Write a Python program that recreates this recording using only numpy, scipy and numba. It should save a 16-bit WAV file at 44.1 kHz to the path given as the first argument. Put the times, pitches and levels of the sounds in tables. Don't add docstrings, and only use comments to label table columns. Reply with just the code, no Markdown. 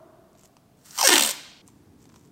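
import sys
import numpy as np
from scipy import signal
from scipy.fft import rfft, irfft
from scipy.io import wavfile
from scipy.ndimage import uniform_filter1d
from numba import njit

SR = 44100
rng = np.random.default_rng(int(sys.argv[2]) if len(sys.argv) > 2 else 0)


def output_pcm(signal):
    pcm = np.clip(np.atleast_2d(signal).T, -1, 1) * 32767
    wavfile.write(sys.argv[1], SR, np.round(pcm).astype(np.int16))


N = 102091
T = np.arange(N) / SR

# start_s, level_db
GLUE_SLIPS = [(0.9784, -11.5), (0.987, -5.5), (0.9929, -10), (1.0108, -5), (1.014, -0.5), (1.0287, -2),
              (1.037, -2.5), (1.0435, -5), (1.0475, -6), (1.0565, -4.5), (1.0723, 8), (1.0762, 8),
              (1.0881, 6.5), (1.0923, 6), (1.1028, 2.5), (1.1061, -3.5), (1.1216, -4), (1.1295, 2),
              (1.1371, 7), (1.1458, -1.5), (1.1566, 5.5), (1.165, 3.5), (1.1703, -5), (1.1799, 6),
              (1.182, 1), (1.1948, 5), (1.2071, -4), (1.209, 3), (1.223, 4), (1.2356, 0.5), (1.2484, -1),
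              (1.2617, -2.5), (1.2744, -3.5), (1.2853, -20), (1.291, -4.5), (1.3061, -7.5), (1.3104, -7.5)]
# time_s, level_db
PEEL_LEVEL = [(.975, -51.5), (.99, -28), (1.003, -28.5), (1.024, -31.5), (1.042, -27), (1.062, -22.5),
              (1.085, -31.5), (1.112, -25.5), (1.135, -21.5), (1.16, -23.5), (1.195, -31.5), (1.25, -30.5),
              (1.312, -32), (1.325, -39)]
# time_s, pitch_hz, level_db
STRIP_PATH = [(0.963, 1050, -59.5), (0.987, 1021, -32), (1.021, 1027, -27.5), (1.035, 727, -22.5),
              (1.054, 616, -27.5), (1.073, 506, -31), (1.097, 391.8, -25.5), (1.139, 308.4, -22.5),
              (1.183, 297, -32), (1.252, 237.5, -40), (1.312, 199.3, -56.5), (1.325, 221, -75)]
# frequency_hz, level_db (per Hz)
SHORT_TONE = [(450, -17.5), (900, -7), (1300, -6), (1620, -5.5), (1850, -11), (2200, -6), (3500, -11.5),
              (4700, -3.5), (5700, -0.5), (6700, -6.5), (8800, -3), (10200, -21.5), (12900, -10.5),
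              (15700, -16.5)]
HALF_TONE = [(260, -24), (450, -11), (620, -7), (950, 4), (1300, -7.5), (1700, -1), (2500, -1.5),
             (3600, -2.5), (5400, -8.5), (8500, -2.5), (10200, -15.5), (13500, -14), (15700, -18)]
LONG_TONE = [(240, -20.5), (420, -7.5), (590, 0.5), (780, -7.5), (1000, -2.5), (1700, -8.5), (2400, -5.5),
             (4000, -1.5), (6200, -4), (8600, 2), (10200, -11), (12400, -5), (15700, -10.5)]
# pitch_hz, width_hz, level_db
ROLL_RINGS = [(1596, 80, -3), (1790, 80, -5), (2156, 27, -4), (3110, 62, -4), (3604, 37, -2.5),
              (5850, 100, -6), (6065, 130, -0.5), (6640, 23, -5)]
# start_s, length_s, first_pitch_hz, level_db, top_hz
SQUAWK_RUNS = [(1.039, 0.033, 549, -21.5, 11000), (1.108, 0.026, 357.6, -22, 9000)]
# time_s, level_db
LIFT_LEVEL = [(.77, -73.5), (.84, -64.5), (.858, -52), (.925, -50), (.975, -37), (.995, -54.5)]
# frequency_hz, level_db (per Hz)
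LIFT_COLOUR = [(300, -26.5), (700, -10), (1200, -2), (3000, -8.5), (5500, -2), (8600, -1.5), (10200, -12.5),
               (13000, -7), (15700, -11.5)]
# start_s, length_s, level_db
FINGER_RUBS = [(0.356, 0.088, -63), (0.434, 0.036, -58), (1.659, 0.05, -62), (1.69, .11, -76.5),
               (1.982, .1, -63.5), (2.096, 0.13, -66), (2.207, 0.086, -68)]
# frequency_hz, level_db (per Hz)
RUB_COLOUR = [(1180, -40), (2000, -5.5), (2500, -8), (3560, -9.5), (4380, -10), (4980, -4.5), (7660, 0),
              (10400, -17.5), (13300, -8), (15600, -23.5)]
# start_s, level_db, pitch_hz, papery_body_level_db
TAPE_CRINKLES = [(.331, -43.5, 6500, -52), (0.351, -52, 4060, -36), (.4345, -31.5, 7440, -34.5),
                 (.447, -38, 7460, -38.5), (0.475, -41, 7910, -53), (.568, -38, 5100, -30.5),
                 (.909, -19, 6400, -42), (1.6779, -26, 7600, -40), (1.685, -45, 7030, -33),
                 (1.688, -45, 5020, -46), (2.055, -53.5, 6950, -30.5), (2.092, -39, 5500, -36),
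                 (2.0986, -49, 1400, -35), (2.12, -39.5, 955, -48), (2.142, -39, 1090, -33),
                 (2.1607, -39.5, 5000, -28)]
# frequency_hz, level_db (per Hz)
BODY_COLOUR = [(100, -23), (400, -4.5), (1000, 8), (1700, -4.5), (3000, -2.5), (8000, -11.5), (11000, -25),
               (16000, -28)]
# frequency_hz, fade_time_s
ROOM_FADE = [(200, 1.2), (660, 0.89), (1700, 0.76), (4500, 0.95), (8000, 0.54), (13000, 0.37)]
# frequency_hz, level_db
ROOM_LEVEL = [(200, -25), (700, -16.5), (1700, -11), (4000, -12), (8500, -16), (10500, -13), (15000, -14)]
# frequency_hz, level_db (per Hz)
AIR_COLOUR = [(12, -55.5), (20, -16), (145, -0.5), (316, -6), (353, -16.5), (429, -8), (537, -16),
              (690, -9), (963, -22), (1050, -19), (1420, -23), (1830, -27), (15600, -34)]
# frequency_hz, level_db (per Hz)
RUMBLE_COLOUR = [(12, -51), (20, -41), (93, -3), (149, -4.5), (186, -5), (299, -3), (363, -12), (429, -11),
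                 (537, -21.5), (815, -21), (1240, -25), (1380, -27), (2560, -33.5), (6780, -35.5),
                 (15600, -40.5)]
# pitch_hz, width_hz, level_db
FADING_BANDS = [(359, 80, -57), (652, 90, -54.5), (1050, 390, -61), (1400, 540, -67.5)]

SNAP_S, SNAP_GRIT = 0.0006, 0.26
SNAP_RING_HZ, SNAP_RING_WIDTH_HZ, SNAP_RING_DB = (2600, 8500), 900, -7.5
REBOUND_PERIODS, REBOUND_DB = 0.85, -2.5
SHOWER_DB, SHOWER_S = -1, 0.0026
STRANDS_PER_S, STRAND_SPREAD_DB = 5000, 3.5
ECHO_SHARE = 0.39
SQUAWK_JITTER, SQUAWK_SAG, SQUAWK_SPREAD_DB, SQUAWK_SMEAR_S = 0.005, 0.008, 2, 0.00056
STRIP_WIDTH, OVERTONES_DB = 0.69, (-23.5, -11.5)
THUMP_DB, THUMP_HZ = -31, 130
DRAWN_S = (1.055, 1.125, 1.25)
LOW_CUT_HZ, ROLL_DB = 230, -6
RUB_GRAINS_PER_S = 700
CRINKLE_WIDTH, CRINKLE_S, CRINKLE_SNAP_DB = 0.55, 0.002, -1
NEAR_DB, NEAR_S, NEAR_PER_S = -10, 0.006, 3000
AIR_DB, RUMBLE_DB, FADING_DB_PER_S = -59, -55, 28
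BREAK_S, CROSSFADE_S = 1.615, 0.005
CEILING, EDGE_HZ = 0.92, 15850


def rip():
    time, hz, db = np.transpose(STRIP_PATH)
    pitch = np.interp(T, time, hz)
    drive = peeling(pitch) + squawks()
    paper = np.zeros(N)
    for share, tone in zip(np.eye(3), (SHORT_TONE, HALF_TONE, LONG_TONE)):
        paper += colour(drive * np.interp(T, DRAWN_S, share), tone)
    paper = filtered(paper, 2, LOW_CUT_HZ, "highpass")
    roll = sum(amp(ring_db) * resonate(paper, f, width) for f, width, ring_db in ROLL_RINGS)
    level = amp(np.interp(T, time, db, left=-140, right=-140))
    return paper + amp(ROLL_DB) * roll + strip(drive, pitch, level)


def peeling(pitch):
    crackle = strands(N)
    echoes = unit(ECHO_SHARE ** np.arange(5))
    out = np.zeros(N)
    for k, share in enumerate(echoes):
        out += share * np.interp(T - k / pitch, T, crackle)
    out = evened(out) * level_curve(PEEL_LEVEL)
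    t = T[:SR // 40]
    for start, db in GLUE_SLIPS:
        add(out, start, amp(db) * snap())
        rebound_s = start + REBOUND_PERIODS / np.interp(start, T, pitch)
        add(out, rebound_s, amp(db + REBOUND_DB) * snap())
        shower = unit(strands(len(t)) * np.exp(-t / SHOWER_S))
        add(out, start, amp(db + SHOWER_DB) * shower)
    return out


def snap(count=160):
    t = np.arange(count) / SR
    grit = SNAP_GRIT * rng.standard_normal(count) * np.exp(-t / SNAP_S)
    crack = unit((t == 0) + grit)
    hz = np.exp(rng.uniform(*np.log(SNAP_RING_HZ)))
    ring = np.cos(2 * np.pi * hz * t) * np.exp(-np.pi * SNAP_RING_WIDTH_HZ * t)
    return unit(crack + amp(SNAP_RING_DB) * unit(ring))


def strands(count, per_s=STRANDS_PER_S):
    size = amp(STRAND_SPREAD_DB * np.minimum(rng.exponential(1, count), 4))
    sign = rng.choice([-1., 1.], count)
    present = rng.random(count) < per_s / SR
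    return evened(size * sign * present)


def squawks():
    out = np.zeros(N)
    for start, length, hz, db, top_hz in SQUAWK_RUNS:
        t = np.arange(0, length, 1 / SR)
        late, size = rng.standard_normal((2, 40))
        at = np.arange(40) / hz
        at = at * (1 + SQUAWK_SAG * at / length / 2) + SQUAWK_JITTER * late / hz
        pulses = amp(SQUAWK_SPREAD_DB * size) @ np.sinc((t - at[:, None]) * SR)
        pulses = filtered(pulses, 2, top_hz)
        spread = rfft(rng.standard_normal(256) * np.exp(-T[:256] / SQUAWK_SMEAR_S))
        scatter = irfft(spread / abs(spread))
        smeared = signal.lfilter(scatter, [1], pulses)
        swell = np.sqrt(np.sin(np.pi * t / length))
        add(out, start, amp(db) * evened(smeared * swell))
    return out


def strip(drive, pitch, level):
    def steady(x):
        return x / np.sqrt(abs(uniform_filter1d(x ** 2, size=900)) + 1e-14)

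    shake = filtered(drive, 4, LOW_CUT_HZ, "highpass")
    partials = np.zeros(N)
    for number, db in enumerate((0, *OVERTONES_DB), start=1):
        partial = resonate(shake, number * pitch, STRIP_WIDTH * pitch, order=3)
        partials += amp(db) * steady(partial)
    thump = filtered(drive, 2, THUMP_HZ)
    return level * (partials + amp(THUMP_DB) * steady(thump))


def lifting():
    return colour(strands(N), LIFT_COLOUR) * level_curve(LIFT_LEVEL)


def fingers():
    cracks, body, swell = np.zeros((3, N))
    for start, length, db in FINGER_RUBS:
        add(swell, start, amp(db) * np.sin(np.pi * np.arange(0, length, 1 / SR) / length))
    t = T[:SR // 40]
    for start, db, hz, body_db in TAPE_CRINKLES:
        crackle = unit(strands(len(t)) * np.exp(-t / CRINKLE_S))
        burst = unit(crackle + amp(CRINKLE_SNAP_DB) * (t == 0))
        crack = unit(resonate(burst, hz, CRINKLE_WIDTH * hz, order=2))
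        add(cracks, start, amp(db) * crack)
        add(body, start, amp(body_db) * burst)
    rubs = swell * colour(strands(N, RUB_GRAINS_PER_S), RUB_COLOUR)
    return cracks + colour(body, BODY_COLOUR) + rubs


def workshop(x):
    t = T[:SR]
    near = rng.choice([-1., 1.], SR) * (rng.random(SR) < NEAR_PER_S / SR)
    near = near * np.exp(-t / NEAR_S) * (t > 0.0005)
    hz, when, z = signal.stft(rng.standard_normal(SR), SR, nperseg=256)
    t60 = read(ROOM_FADE, hz)[:, None]
    fade = amp(read(ROOM_LEVEL, hz)[:, None] - 60 * when / t60)
    z = z * fade * np.sqrt(2 * np.log(1000) / t60 / SR)
    tail = signal.istft(z, SR, nperseg=256)[1][:SR] * np.minimum(t / 0.004, 1)
    return x + signal.fftconvolve(x, amp(NEAR_DB) * unit(near) + tail)[:N]


def fading_ring():
    bands = np.zeros(N)
    for hz, width, db in FADING_BANDS:
        bands += amp(db) * evened(resonate(rng.standard_normal(N), hz, width, order=2))
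    return bands * amp(-FADING_DB_PER_S * T)


def background(tone, db):
    spectrum = rfft(rng.standard_normal(N)) * amp(read(tone, np.fft.rfftfreq(N, 1 / SR)))
    return amp(db) * evened(irfft(spectrum, N))


def amp(db):
    return 10 ** (np.asarray(db) / 20)


def level_curve(points):
    return amp(np.interp(T, *np.transpose(points), left=-120, right=-120))


def evened(x):
    return x / np.sqrt(np.mean(x ** 2) + 1e-20)


def unit(x):
    return x / (np.linalg.norm(x) + 1e-12)


def read(points, hz):
    f, value = np.transpose(points)
    return np.interp(np.log(hz + 1), np.log(f + 1), value)


def add(mix, start, sound):
    part = mix[round(start * SR):][:len(sound)]
    part += sound[:len(part)]


def filtered(x, order, hz, kind="lowpass"):
    return signal.sosfilt(signal.butter(order, hz, kind, fs=SR, output="sos"), x)


def colour(x, points, size=4096):
    db = np.maximum(read(points, abs(np.fft.fftfreq(size, 1 / SR))), -100)
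    log_gain = np.log(amp(db))
    taps = np.fft.ifft(np.exp(np.conj(signal.hilbert(log_gain)))).real[:size // 2]
    return signal.oaconvolve(x, unit(taps))[:len(x)]


def resonate(x, hz, width, order=1):
    ones = np.ones(len(x))
    turn = np.exp(2j * np.pi * np.cumsum(hz * ones) / SR)
    keep = np.exp(-np.pi * abs(width) / SR) * ones
    z = x / turn
    for _ in range(order):
        z = smooth(z, keep)
    return 2 * (turn * z).real


@njit
def smooth(z, keep):
    out, last = np.empty_like(z), 0j
    for i in range(len(z)):
        last = keep[i] * last + (1 - keep[i]) * z[i] + 1e-18
        out[i] = last
    return out


def scene():
    after = np.clip((T - BREAK_S) / CROSSFADE_S, 0, 1)
    hands = fingers()
    first = workshop(lifting() + rip() + hands * (1 - after))
    first = first + background(AIR_COLOUR, AIR_DB) + fading_ring()
    second = workshop(hands * after) + background(RUMBLE_COLOUR, RUMBLE_DB)
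    return (first * (1 - after) + second * after)[None]


def record(dry):
    rounded = CEILING * np.tanh(dry / CEILING)
    band_limit = signal.firwin(1023, EDGE_HZ, window=("kaiser", 9), fs=SR)
    return signal.oaconvolve(rounded, band_limit[None], "same")


dry = scene()
out = record(dry)
output_pcm(out)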